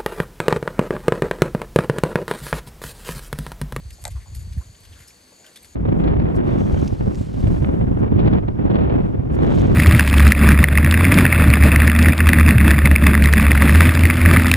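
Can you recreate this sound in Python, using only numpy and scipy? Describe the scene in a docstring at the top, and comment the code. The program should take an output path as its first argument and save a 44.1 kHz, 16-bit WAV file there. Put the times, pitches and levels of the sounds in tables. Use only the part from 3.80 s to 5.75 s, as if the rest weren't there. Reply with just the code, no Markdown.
"""A crab shell knocks on others in a plastic tub outdoors, close to the microphone, and chatters to rest
in about 40 ms; each contact rings shell, rim and tub. Legs and shells scrape faintly in short rubs.
Breeze and handling make the hand-held microphone rumble and bump, mostly in the first second.
Behind the tub an insect chirps with pulsing wings, over far insects and a thin, steady hiss."""
import sys
import numpy as np
from scipy import signal
from scipy.fft import rfft, irfft
from scipy.io import wavfile
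from scipy.ndimage import uniform_filter1d

SR = 44100
rng = np.random.default_rng(int(sys.argv[2]) if len(sys.argv) > 2 else 0)


def wrap_up_sound(samples):
    """Save the sound to the file named by the first command line argument, as 16-bit audio."""
    columns = np.atleast_2d(samples).T
    # keep every value between -1 and 1, then stretch to whole-number steps
    tamed = np.clip(columns, -1, 1)
    steps = np.round(tamed * 32767).astype(np.int16)
    wavfile.write(sys.argv[1], SR, steps)


N = 85995


def undb(db):
    """Decibels to gain."""
    return 10 ** (np.asarray(db) / 20)


def unit(x):
    """Scale to rms 1."""
    return x / np.sqrt(np.mean(x ** 2))


def colour(x, points):
    """Filter by a curve through (Hz, dB) points."""
    hz, db = np.array(points, float).T
    f = np.maximum(np.fft.rfftfreq(N, 1 / SR), 1)
    return irfft(rfft(x) * undb(np.interp(np.log(f), np.log(hz), db)), N)


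def noise(points):
    """Coloured noise of rms 1."""
    return unit(colour(rng.standard_normal(N), points))


def band(hz, width):
    """A narrow band of noise of rms 1."""
    f = np.fft.rfftfreq(N, 1 / SR)
    return unit(irfft(rfft(rng.standard_normal(N)) / (1 + ((f - hz) / (width / 2)) ** 2), N))


def waver(rate_hz):
    """A smooth random drift of rms 1."""
    hold = max(int(SR / rate_hz), 1)
    steps = np.repeat(rng.standard_normal(N // hold + 1), hold)
    return unit(uniform_filter1d(steps, hold)[:N])


def since(start):
    """Seconds since a moment, zero before it."""
    return np.maximum(np.arange(N) / SR - start, 0)


def spread(x):
    """Opposite polarity in the two channels."""
    return np.array([x, -x])


# The microphone's two ports. Each row: frequency in Hz, left minus right in dB, left's lead in radians.
PORT_RESPONSE = [(200, 0, 0), (550, 3, .8), (850, 5, 1.2), (1050, 3, .8), (1250, 4, -1.9), (1600, 3, -.6),
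                 (2200, 1, -.1), (3000, 2, 1.3), (3500, 3, .6), (5400, 4, 1), (6700, 4, .3), (7600, 2, .8),
                 (8700, 0, -.1), (10200, 0, -3.1), (11700, 0, -6), (12500, 0, -6.3)]
def at_ports(x):
    """Sound reaches the two ports with level and phase differences that change with frequency."""
    hz, db, lead = np.array(PORT_RESPONSE, float).T
    f = np.fft.rfftfreq(N, 1 / SR)
    gain = undb(np.interp(f, hz, db) / 2)
    lag = np.exp(-1j * np.interp(f, hz, lead))
    return irfft(rfft(x) * np.array([gain, lag / gain]), N)


# Open air all around: the hiss both ports share, then the part that differs between them.
# Each row: frequency in Hz, relative noise density in dB.
AIR_SPECTRUM = [(30, -12.5), (190, 4.5), (330, 0), (550, -2.5), (1000, -7.5), (2200, -9), (3900, -11),
                (5400, -14.5), (8000, -9), (9600, -12.5), (11000, -9), (12100, -15), (12800, -49),
                (16000, -33)]
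AIR_SIDE_SPECTRUM = [(100, -11), (550, -9), (2200, -10.5), (5000, -17.5), (9000, -22), (12000, 1),
                     (14000, -48)]
def air(level_db=-56, side_db=-3.5, waver_db=.5):
    """Faint outdoor hiss that wavers a little."""
    hiss = at_ports(noise(AIR_SPECTRUM)) + undb(side_db) * spread(noise(AIR_SIDE_SPECTRUM))
    return hiss * undb(level_db + waver_db * waver(rate_hz=11.57))


# Breeze and hand, right on the microphone. Each row: time in seconds, level in dB.
RUMBLE_LEVELS = [(0, -41), (.13, -38), (.19, -53), (0.238, -36), (.33, -35), (.40, -33.5), (.45, -48),
                 (0.499, -35.5), (.58, -34), (.74, -33.5), (0.798, -26), (0.839, -56), (.90, -43.5),
                 (.97, -56.5), (1.12, -44), (1.26, -58.5), (1.74, -76), (1.85, -54.5), (1.95, -57)]
# The rumble's deep tone. Each row: frequency in Hz, relative noise density in dB.
RUMBLE_SPECTRUM = [(20, -32), (32, -14), (45, -3), (62, 0), (95, -4), (130, -15), (200, -28), (300, -42),
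                   (600, -58), (2000, -80)]
def rumble(side_db=-11.5):
    """Low rumble of breeze and handling, nearly the same at both ports."""
    low = noise(RUMBLE_SPECTRUM)
    steady = low / np.sqrt(uniform_filter1d(low ** 2, size=3000))  # even out the noise's own swells
    level = undb(np.interp(np.arange(N) / SR, *np.array(RUMBLE_LEVELS).T))
    return level * (steady + undb(side_db) * spread(noise(RUMBLE_SPECTRUM)))


# The hand on the microphone housing. Each row: start in seconds, starting pitch in Hz, peak level in dB.
HANDLING_BUMPS = [(0.046, 211, -25), (0.086, 198, -37.5), (0.26, 260, -32), (0.301, 242, -26.5),
                  (0.342, 211, -21.5), (0.554, 176, -23), (0.627, 213, -29), (0.663, 478, -30),
                  (0.704, 300, -29), (0.762, 393, -19), (0.851, 332, -39.5), (0.885, 370, -38),
                  (0.998, 237, -42.5), (1.109, 290, -39), (1.194, 350, -39)]
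def bumps(end_hz=56.1, fall_s=.0091, peak_s=.02, sharpness=5.2):
    """Soft bumps on the housing swell and die while their pitch falls."""
    out = 0
    for start, hz, db in HANDLING_BUMPS:
        age = since(start)
        cycles = end_hz * age + (hz - end_hz) * fall_s * (1 - np.exp(-age / fall_s))
        swell = (age / peak_s * np.exp(1 - age / peak_s)) ** sharpness
        out = out + undb(db) * swell * np.sin(2 * np.pi * cycles)
    return out


# Legs and shells rubbing in the tub, close by. Each row: start and length in seconds, resonance in Hz,
# then the levels of resonance, gritty middle and bright edge in dB.
RUBS = [(0.103, 0.016, 2270, -57, -51, -49.5), (0.127, .025, 4850, -55, -73, -51.5),
        (0.183, 0.021, 640, -55.5, -67, -69), (0.213, 0.023, 4500, -74, -61, -49.5),
        (0.302, 0.028, 2390, -63, -52, -48.5), (0.355, 0.033, 1060, -51.5, -56, -61),
        (0.401, .04, 2030, -56.5, -64, -66), (0.459, 0.037, 926, -56.5, -85, -80),
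        (0.546, .03, 4600, -55, -55, -45.5), (0.592, 0.038, 4600, -72, -59.5, -52),
        (0.723, 0.02, 4720, -57, -51.5, -54), (0.777, 0.017, 1840, -57, -81, -53),
        (0.809, 0.026, 1190, -54, -84, -65), (0.947, 0.0089, 3100, -54.5, -54, -68),
        (1.003, 0.008, 4400, -72, -61, -51), (1.033, 0.052, 3050, -63, -56.5, -60.5),
        (1.123, 0.029, 3170, -57.5, -55.5, -66), (1.156, 0.11, 1530, -59, -63.5, -76),
        (1.19, 0.017, 3070, -55.5, -71, -52.5), (1.202, 0.036, 2120, -60, -59, -61.5),
        (1.225, 0.051, 1780, -61, -75, -64), (1.276, 0.031, 5230, -54.5, -62, -50),
        (1.304, 0.0069, 2490, -48, -55.5, -59), (1.519, 0.016, 610, -52.5, -76, -78),
        (1.594, 0.097, 585, -57, -67.5, -83), (1.641, 0.083, 1580, -60, -59.5, -77),
        (1.661, 0.018, 2970, -50.5, -62, -54.5), (1.693, 0.024, 457, -52, -75, -66),
        (1.757, 0.026, 3530, -50, -51, -49), (1.826, 0.019, 2340, -60.5, -68, -52),
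        (1.844, 0.018, 1890, -61.5, -49.5, -50)]
# The tone of the grit and of the edge. Each row: frequency in Hz, relative noise density in dB.
GRIT_SPECTRUM = [(300, -35), (900, -8), (1800, 9.5), (3500, 6.5), (5000, 5.5), (8000, -4.5)]
EDGE_SPECTRUM = [(1000, -42), (3500, -11), (6000, -7.5), (8500, 0.5), (11500, 6.5), (13000, -8.5)]
def scrapes(rise_s=.002, grain_db=2.5):
    """Short, grainy rubs of shell on shell; each excites the resonance of one leg or shell."""
    grit, edge = noise(GRIT_SPECTRUM), noise(EDGE_SPECTRUM)
    grain = unit(undb(grain_db * waver(rate_hz=450)))
    out = 0
    for start, length, hz, ring_db, grit_db, edge_db in RUBS:
        age = since(start)
        envelope = np.minimum(age / rise_s, 1) * np.exp(-(age / length) ** 2)
        resonance = undb(ring_db) * band(hz, width=350 + hz / 7.4)
        out = out + envelope * grain * (resonance + undb(grit_db) * grit + undb(edge_db) * edge)
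    return at_ports(out)


# One insect behind the tub. Each row: start in seconds, length in seconds, level in dB.
INSECT_CHIRPS = [(0.115, 0.21, -61), (0.436, 0.22, -59), (0.77, 0.22, -61), (1.151, 0.24, -61.5),
                 (1.51, 0.22, -60.5), (1.845, .22, -62)]
# More insects, far from the microphone. Each row: centre in Hz, bandwidth in Hz, level in dB.
FAR_INSECTS = [(4486, 460, -63.5), (6375, 300, -69)]
def insects(pulse_hz=116.4, pulse_depth=.5, ramp_s=.033, waver_db=1):
    """One insect chirps in trains of wing pulses; others hiss steadily far off."""
    t = np.arange(N) / SR
    chirps = sum(undb(db) * np.clip(np.minimum(t - start, start + length - t) / ramp_s, 0, 1)
                 for start, length, db in INSECT_CHIRPS)
    pulses = unit(1 + pulse_depth * np.sin(2 * np.pi * pulse_hz * t))
    far = sum(undb(db) * band(hz, width) * undb(waver_db * waver(rate_hz=6.26))
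              for hz, width, db in FAR_INSECTS)
    return at_ports(chirps * pulses * band(hz=6916, width=210) + far)


def decay(age, t60, contact_s=.0002):
    """Quick rise of a contact, then a free fall of 60 dB in t60 seconds."""
    return (1 - np.exp(-age / contact_s)) * np.exp(-np.log(1000) * age / t60)


def ring(age, modes, ratio=1):
    """Damped modes, the k-th scaled by ratio ** k; a negative ratio swings neighbours in opposition."""
    return sum(ratio ** k * undb(db) * np.sin(2 * np.pi * hz * age) * decay(age, t60)
               for k, (hz, db, t60) in enumerate(modes))


# The shell landing on the heap, close by. Each row: start in seconds, then shell, rim and tub gains in dB.
KNOCK_CONTACTS = [(0.2402, -42, -20.5, -44), (0.2526, -10, -13.5, -27), (0.2544, -33, -29, -51),
                  (0.2612, -54, -45, -46), (0.2682, -36, -26, -31.5), (0.2737, -31, -36, -51),
                  (0.2790, -31, -18, -35), (0.2808, -35, -31, -34.5)]
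# Modes of the shell's body, its hard rim and the plastic tub.
# Each row: frequency in Hz, relative level in dB, seconds to fall by 60 dB.
SHELL_MODES = [(1640, -22, 0.0042), (2360, -4, 0.003), (3820, -9, 0.0058), (5680, -2, 0.0017),
               (6340, -13, .005)]
RIM_MODES = [(8110, 1, 0.0027), (8910, -6.5, 0.0018), (10350, -10.5, 0.009), (11200, -0.5, 0.0024)]
TUB_MODES = [(510, -9, .03), (590, -3, .032), (712, 0, .03), (835, 0, .032), (935, -6, .032),
             (1243, -13, .045), (1600, -15, .04), (1932, -12, .045), (2045, -14, .045)]
# Sound scattered among the shells. Each row: frequency in Hz, relative noise density in dB.
HEAP_SPECTRUM = [(150, -35), (400, -14), (700, 3), (1200, -5), (2100, 1), (3100, -12), (3900, -4),
                 (5200, -10), (8000, -3), (12000, -7)]
def knock(crack_db=-8, scatter_db=-25, rim_weight_db=.5):
    """Each contact cracks, rings shell, rim and tub, and scatters through the heap."""
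    out = 0
    for start, shell_db, rim_db, tub_db in KNOCK_CONTACTS:
        age = since(start)
        crack = undb(crack_db) * rng.standard_normal(N) * decay(age, t60=.005)
        shell = undb(shell_db) * ring(age, SHELL_MODES)
        rim = undb(rim_db) * (ring(age, RIM_MODES) + crack)
        tub = undb(tub_db) * ring(age, TUB_MODES, ratio=-.95)
        blow = np.hypot(undb(shell_db), undb(rim_db + rim_weight_db))
        scatter = blow * undb(scatter_db) * noise(HEAP_SPECTRUM) * decay(age, t60=.055)
        out = out + shell + rim + tub + scatter
    return at_ports(out)


def scene():
    """The tub of crabs in the open air, heard from a microphone held beside it."""
    return knock() + scrapes() + rumble() + bumps() + insects() + air()


# The hand-held microphone's response. Each row: frequency in Hz, gain in dB.
MIC_RESPONSE = [(20, -0.5), (11000, 2), (11800, -0.5), (12500, -12), (13500, -25), (16000, -31)]
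def record(dry, top_hz=15800):
    """The microphone dulls the highest treble and cuts off steeply at the top."""
    lowpass = signal.ellip(8, .2, 70, top_hz, fs=SR, output="sos")
    return signal.sosfilt(lowpass, colour(dry, MIC_RESPONSE))


dry = scene()
out = record(dry)
wrap_up_sound(out)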